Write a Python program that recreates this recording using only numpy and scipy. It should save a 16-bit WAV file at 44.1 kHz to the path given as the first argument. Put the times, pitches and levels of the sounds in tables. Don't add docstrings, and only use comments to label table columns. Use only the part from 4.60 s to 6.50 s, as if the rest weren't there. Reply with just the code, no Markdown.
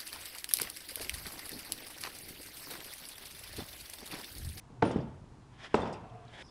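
import sys
import numpy as np
from scipy import signal
from scipy.fft import rfft, irfft, next_fast_len
from scipy.io import wavfile
from scipy.ndimage import map_coordinates

SR = 44100
rng = np.random.default_rng(int(sys.argv[2]) if len(sys.argv) > 2 else 0)


def decibels_to_gain(level_db):
    exponent = np.asarray(level_db, float) / 20
    return 10 ** exponent


def int16_out(signal):
    q = np.round(np.clip(np.atleast_2d(signal).T, -1, 1) * 32767)
    wavfile.write(sys.argv[1], SR, q.astype(np.int16))


N = 83790
T = np.arange(N) / SR
CHANGE_S = 1.826
STEEL_RISE_S = 0.0014


def unit(x):
    return x / np.sqrt(np.mean(x ** 2) + 1e-20)


def along(points, hz):
    f, v = np.transpose(points)
    return np.interp(np.log(hz + 1), np.log(f + 1), v)


def curve(rows, outside_db=-120):
    s, db = np.transpose(rows)
    return np.interp(T, s, db, outside_db, outside_db)


def filtered(x, response):
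    m = next_fast_len(len(x) + 8192)
    hz = np.fft.rfftfreq(m, 1 / SR)
    return irfft(rfft(x, m) * response(hz), m)[:len(x)]


def band(f, hz, width_hz):
    return 1j * f * width_hz / (hz * hz - f * f + 1j * f * width_hz + 1e-9)


def ring_noise(length, hz, width_hz):
    return filtered(rng.standard_normal(length), lambda f: band(f, hz, width_hz) ** 2)


def decaying_tone(t, hz, db, t60):
    return decibels_to_gain(db - 60 * t / t60) * np.sin(2 * np.pi * hz * t)


def add(out, s, x):
    part = out[round(s * SR):][:len(x)]
    part += x[:len(part)]


def wobble(rate):
    return map_coordinates(rng.standard_normal(int(N * rate / SR) + 4), [T * rate])


# frequency in Hz, t60 in seconds.
ROOF_DECAY = [(80, 1.27), (250, 0.41), (1000, 0.72), (3000, 0.58), (10000, 0.43)]


def roof():
    wall_s, wall_spread_s, wall_db, rise_s = 0.16, 0.021, 0, 0.00067
    hz, t, z = signal.stft(rng.standard_normal(SR), SR, nperseg=256)
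    swell_db = wall_db * np.exp(-((t - wall_s) / wall_spread_s) ** 2)
    decay_db = -60 * t / along(ROOF_DECAY, hz)[:, None]
    tail = signal.istft(z * decibels_to_gain(swell_db + decay_db), SR, nperseg=256)[1][:SR]
    tail = tail * (1 - np.exp(-T[:SR] / rise_s))
    return tail / np.linalg.norm(tail)


# frequency in Hz, width in Hz, gain over the
# plain tail in dB.
FRAME = [(2620, 300, -6), (3400, 600, -2), (4870, 350, -4), (5480, 350, -3)]


def scatter(tone):
    def colour(f):
        frame = sum(decibels_to_gain(db) * np.abs(band(f, hz, w)) ** 2 for hz, w, db in FRAME)
        return decibels_to_gain(along(tone, f)) * (1.22 + frame)
    return filtered(roof(), colour)


def knocks(blows, modes, tone, sign=1):
    strike_s, crack_s, crack_hz, crack_width_hz = 0.00037, 0.0082, 2730, 2130
    scatter_db, ring_share_db = -1, -16
    out, t = np.zeros(N), T[:SR // 4]
    ring = sum((-1) ** k * decaying_tone(t, *mode) for k, mode in enumerate(modes))
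    ring = sign * ring * (1 - np.exp(-(t / strike_s) ** 2))
    for s, ring_db, crack_db, roof_db in blows:
        splinter = rng.standard_normal(len(t)) * decibels_to_gain(-60 * t / crack_s)
        crack = filtered(splinter, lambda f: band(f, crack_hz, crack_width_hz) ** 2)
        add(out, s, decibels_to_gain(ring_db) * ring + decibels_to_gain(crack_db) * crack)
        broad = scatter(tone)
        broad = broad * np.linalg.norm(ring) / np.linalg.norm(broad)
        add(out, s, decibels_to_gain(ring_db + roof_db + scatter_db) * broad)
        add(out, s, decibels_to_gain(ring_db + roof_db + ring_share_db) * signal.fftconvolve(ring, roof()))
    return out


# frequency in Hz, level in dB, t60 in seconds.
END_MODES = [(114, -5, 0.11), (178, -4.5, 0.083), (292.6, -3, 0.055), (459, -4.5, 0.064), (638, 0.5, 0.041),
             (709, -3, 0.042), (883.5, 0.5, 0.061), (1060, -7, 0.012), (1382, -5, 0.042),
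             (1559, -13.5, 0.035), (1800, -11, 0.031), (2240, -7, 0.0071), (2635, -23, 0.048)]
# start in seconds, ring in dB, crack in dB, roof in dB.
END_BLOWS = [
    (.2218, -23.5, -61, -6.5),
    (.2243, -17, -21.5, -3),
    (.2284, -27.5, -44, 1),
    (.2508, -32, -63, -3),
    (.307, -37.5, -60, 2),
]
# frequency in Hz, level in dB per Hz.
END_TAIL = [(41, -49), (70, -12), (237, 1.5), (279, -2), (342, 1), (1090, -17.5), (9000, -49), (11700, -68),
            (19800, -120)]


def end_knocks():
    return knocks(END_BLOWS, END_MODES, END_TAIL)


# frequency in Hz, level in dB, t60 in seconds.
MIDDLE_MODES = [(135, -12.5, 0.056), (204, -11.5, 0.052), (414.6, 4, 0.04), (650, -12.5, 0.05),
                (842, 3, 0.025), (972, 2, 0.018), (1304, -2.5, 0.019), (1428, 0, 0.0073),
                (1900, -13.5, 0.015), (2664, -10, 0.0083), (3415, -18.5, 0.0089)]
# start in seconds, ring in dB, crack in dB, roof in dB.
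MIDDLE_BLOWS = [
    (1.1412, -34, -38, 4.5),
    (1.1429, -13, -21.5, -6.5),
    (1.1468, -25, -23, -1),
    (1.161, -29.5, -53, -4),
    (1.231, -32, -62, 2),
    (1.256, -39, -67, 10),
    (.4695, -57, -71, -19),
]
# frequency in Hz, level in dB per Hz.
MIDDLE_TAIL = [(41, -17), (70, -4.5), (223, 0), (394, -0.5), (906, -5.5), (1450, -17.5), (9000, -44.5),
               (11700, -60), (19800, -120)]


def middle_knocks():
    return knocks(MIDDLE_BLOWS, MIDDLE_MODES, MIDDLE_TAIL)


# frequency in Hz, level in dB, t60 in seconds.
FACE_MODES = [(94, -11, 0.03), (140.5, -6.5, 0.095), (208, 3, 0.023), (434, -5, 0.023), (676, -27, 0.11),
              (786, -21.5, 0.05), (1670, -34, 0.016)]
# start in seconds, ring in dB, crack in dB, roof in dB.
FACE_BLOWS = [
    (.102, -41.5, -88, 4.5),
    (.138, -54, -80, 13),
    (.3592, -12.5, -72, -6.5),
    (.381, -22.5, -62, -3),
    (.388, -25, -39, -18),
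    (.64, -42.5, -113, -33),
    (.69, -52.5, -60, 9.5),
    (.715, -44.5, -80, -0.5),
]
# frequency in Hz, level in dB per Hz.
FACE_TAIL = [(41, -21), (70, 3.5), (410, -4.5), (900, -17), (1400, -43), (9000, -65), (11700, -62),
             (19800, -120)]


def face_knocks():
    return knocks(FACE_BLOWS, FACE_MODES, FACE_TAIL, sign=-0.68)


# start in seconds, level in dB, frequency in Hz, t60 in seconds.
LEANS = [(0.13, -50, 270, 0.054), (0.207, -57, 340, 0.042), (.2205, -28, 195, 0.045),
         (0.44, -34, 142, 0.098), (.31, -44, 1230, 0.027), (1.262, -36, 243, .08), (.4695, -46, 850, 0.044),
         (.369, -38, 1020, 0.03), (.40, -35, 620, 0.053), (1.075, -49, 274, .06)]


def leans():
    out, t = np.zeros(N), T[:SR // 4]
    for s, db, hz, t60 in LEANS:
        add(out, s, decaying_tone(t, hz, db, t60) * (1 - np.exp(-t / STEEL_RISE_S)))
    return out


# frequency in Hz, width in Hz, level in dB.
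GRAIN = [(1760, 360, -3.5), (2280, 620, -0.5), (3270, 770, 10.5), (5110, 320, -3)]


def slide(rows, tone):
    grit_rate, grit_db = 5900, 1.5

    def colour(f):
        grain = sum(decibels_to_gain(db) * np.abs(band(f, hz, w)) ** 2 for hz, w, db in GRAIN)
        return decibels_to_gain(along(tone, f)) * (.5 + grain)
    struck = rng.random(N) < grit_rate / SR
    grit = struck * rng.standard_normal(N) * decibels_to_gain(grit_db * rng.exponential(size=N))
    rub = unit(filtered(unit(grit) + 2.7 * rng.standard_normal(N), colour))
    return decibels_to_gain(curve(rows) + 1.43 + 0.87 * wobble(59.76)) * rub


# time in seconds, level in dB.
LIFT = [(.9, -75), (.94, -66.5), (.975, -67), (1.0, -57.5), (1.048, -48.5), (1.075, -53), (1.09, -64),
        (1.115, -59.5), (1.14, -57.5)]
# frequency in Hz, level in dB per Hz.
LIFT_TONE = [(240, -35), (400, -1.5), (574, 2.5), (677, 4.5), (1060, 1), (1670, -2.5), (3200, -15.5),
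             (5130, -14), (11000, -22.5), (14300, -63), (22000, -120)]


def lift():
    return slide(LIFT, LIFT_TONE)


# time in seconds, level in dB.
DRAG = [(1.6, -78), (1.69, -64.5), (1.727, -60), (1.737, -53.5), (1.77, -55), (1.8, -52.5), (1.826, -49.5)]
# frequency in Hz, level in dB per Hz.
DRAG_TONE = [(240, -4), (400, 7.5), (870, 9.5), (1150, -4), (1540, 3.5), (2260, -3.5), (2790, -12),
             (3070, -9.5), (11000, -15), (14300, -86), (22000, -120)]


def drag():
    return slide(DRAG, DRAG_TONE)


# start in seconds, level in dB, t60 in seconds, centre in Hz.
RATTLES = [(.232, -53.5, 0.65, 3070), (0.251, -61, 0.33, 5370), (0.311, -64, 0.14, 6500),
           (0.363, -53, 0.088, 1900), (0.402, -63, 0.087, 4620), (1.151, -77, 0.2, 4380),
           (1.201, -60.5, 0.12, 8200), (1.275, -63, 0.047, 6750), (1.3273, -67, 0.088, 7500),
           (1.329, -53, 0.066, 5230), (1.339, -55.5, 0.18, 2570), (1.4962, -61, 0.045, 3240),
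           (1.6798, -58, 0.052, 3930), (.268, -65, 0.24, 9800), (1.159, -60.5, .1, 7760),
           (1.35, -65, .12, 5140), (0.354, -64, .12, 5170), (1.03, -60, 0.18, 5000)]


def rattles():
    out, t = np.zeros(N), T[:SR // 2]
    for s, db, t60, hz in RATTLES:
        burst = unit(ring_noise(len(t), hz, hz / 3.8))
        add(out, s, decibels_to_gain(db - 60 * t / t60) * (1 - np.exp(-t / STEEL_RISE_S)) * burst)
    add(out, 1.6525, decaying_tone(t, 5800, -49, .0015))
    return out


# frequency in Hz, level in dB, t60 in seconds.
PIN = [(9147, -52, .24), (9190, -53.5, .24), (9292, -63, .15)]


def pin():
    out, t = np.zeros(N), T[:SR // 2]
    song = sum(decaying_tone(t, *mode) for mode in PIN)
    add(out, .252, song * (1 - np.exp(-t / STEEL_RISE_S)))
    return out


# time in seconds, level in dB.
BED_SWELL = [(.0, -69), (1.3, -96), (1.45, -50.5), (1.5, -57), (1.55, -53.5), (1.63, -56.5), (1.72, -60.5),
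             (1.9, -73)]
# frequency in Hz, width in Hz, level in dB.
BED = [(447, 40, 1.5), (717, 88, 2), (1010, 510, -11), (1930, 170, -24), (2570, 430, -21)]


def bed():
    hum = filtered(rng.standard_normal(N), lambda f: sum(decibels_to_gain(db) * band(f, hz, w) ** 2 for hz, w, db in BED))
    return decibels_to_gain(curve(BED_SWELL)) * unit(hum)


# start in seconds, level in dB, t60 in seconds, ring over hiss in dB.
CLINKS = [(.2508, -58, 0.023, -4), (0.3107, -53.5, 0.055, -1.5), (0.3677, -65, 0.035, 3),
          (.413, -68.5, 0.033, 4), (1.1516, -43, 0.022, -7), (1.201, -70, 0.042, -8),
          (1.217, -60, 0.043, 5.5), (1.272, -62, 0.038, 3), (1.3261, -54, 0.054, -4.5),
          (1.335, -60, 0.054, 1.5)]
# frequency in Hz, level in dB, t60 in seconds.
CLINK_MODES = [(3560, 4.5, 0.075), (4840, -4.5, 0.068), (5480, -3, .07), (6500, -19.5, 0.044),
               (8400, -8, 0.037)]


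def clinks():
    out, t = np.zeros(N), T[:SR // 4]
    for s, db, t60, ring_db in CLINKS:
        hiss = unit(ring_noise(len(t), 7040, 5300)) * decibels_to_gain(-60 * t / t60)
        ring = sum(decaying_tone(t, hz, level + rng.normal(0, 3.3), life) for hz, level, life in CLINK_MODES)
        add(out, s, decibels_to_gain(db) * (hiss + decibels_to_gain(ring_db) * ring) * (1 - np.exp(-t / 0.0011)))
    return out


# start in seconds, length in seconds, pitch in Hz, level in dB.
BIRDS = [(1.826, .018, 5250, -67), (1.843, .018, 5150, -63), (1.858, .02, 5750, -66),
         (1.863, .016, 5100, -64), (1.878, .022, 5200, -66), (1.877, .022, 4700, -70),
         (1.884, .016, 3500, -69)]


def birds():
    out = np.zeros(N)
    for s, length, hz, db in BIRDS:
        t = T[:round(length * SR)]
        note = unit(ring_noise(SR // 8, hz, 300))[-len(t):]
        add(out, s, decibels_to_gain(db) * np.abs(np.sin(np.pi * t / length)) ** 0.15 * note)
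    return out


# time in seconds, level in dB.
HUM_LOAD = [(0, 1), (.15, 7), (.6, -1), (.8, -3.5), (1.0, 7), (1.15, -17), (1.5, 10.5), (1.65, 8),
            (1.83, -4)]


def motor():
    hum_hz, hum_width_hz, hum_db = 121, 16, -61
    hum = unit(ring_noise(N, hum_hz, hum_width_hz))
    return decibels_to_gain(hum_db + curve(HUM_LOAD) + 1.5 * wobble(12)) * hum


# frequency in Hz, level in dB per Hz.
YARD = [(25, 5.5), (120, -4), (300, -9), (550, -20), (950, -14.5), (1700, -26.5), (3200, -31),
        (10500, -38.5)]
# time in seconds, level in dB.
AIR_SWELL = [(0, -.5), (1.826, -.5), (1.827, 1.5), (1.9, 1.5)]


def air():
    gust_hz, gust_db = 470, 1
    hiss = unit(filtered(rng.standard_normal(N), lambda f: decibels_to_gain(along(YARD, f))))
    low = filtered(hiss, lambda f: 1 / (1 + (f / gust_hz) ** 2))
    moving = hiss + (decibels_to_gain(gust_db * wobble(7.43)) - 1) * low
    return decibels_to_gain(-53.5 + curve(AIR_SWELL)) * moving


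def scene():
    work = end_knocks() + middle_knocks() + face_knocks()
    work = work + lift() + drag()
    work = work + rattles() + pin() + bed()
    small = leans() + clinks()
    return (work * (T < CHANGE_S) + small + birds() + motor() + air())[None]


def low_pass(x):
    return signal.sosfilt(signal.butter(12, 11460, fs=SR, output="sos"), x)


def record(dry):
    low_hz, top_hz, clip_top, clip_hard = 38.8, 10900, .212, 8
    thin = filtered(dry[0], lambda f: (1j * f / (1j * f + low_hz)) ** 2)
    clipped = thin / (1 + np.abs(thin / clip_top) ** clip_hard) ** (1 / clip_hard)
    dull = filtered(clipped, lambda f: (f < 11450) / (1 + (f / top_hz) ** 8))
    return low_pass(dull[None])


dry = scene()
out = record(dry)
int16_out(out)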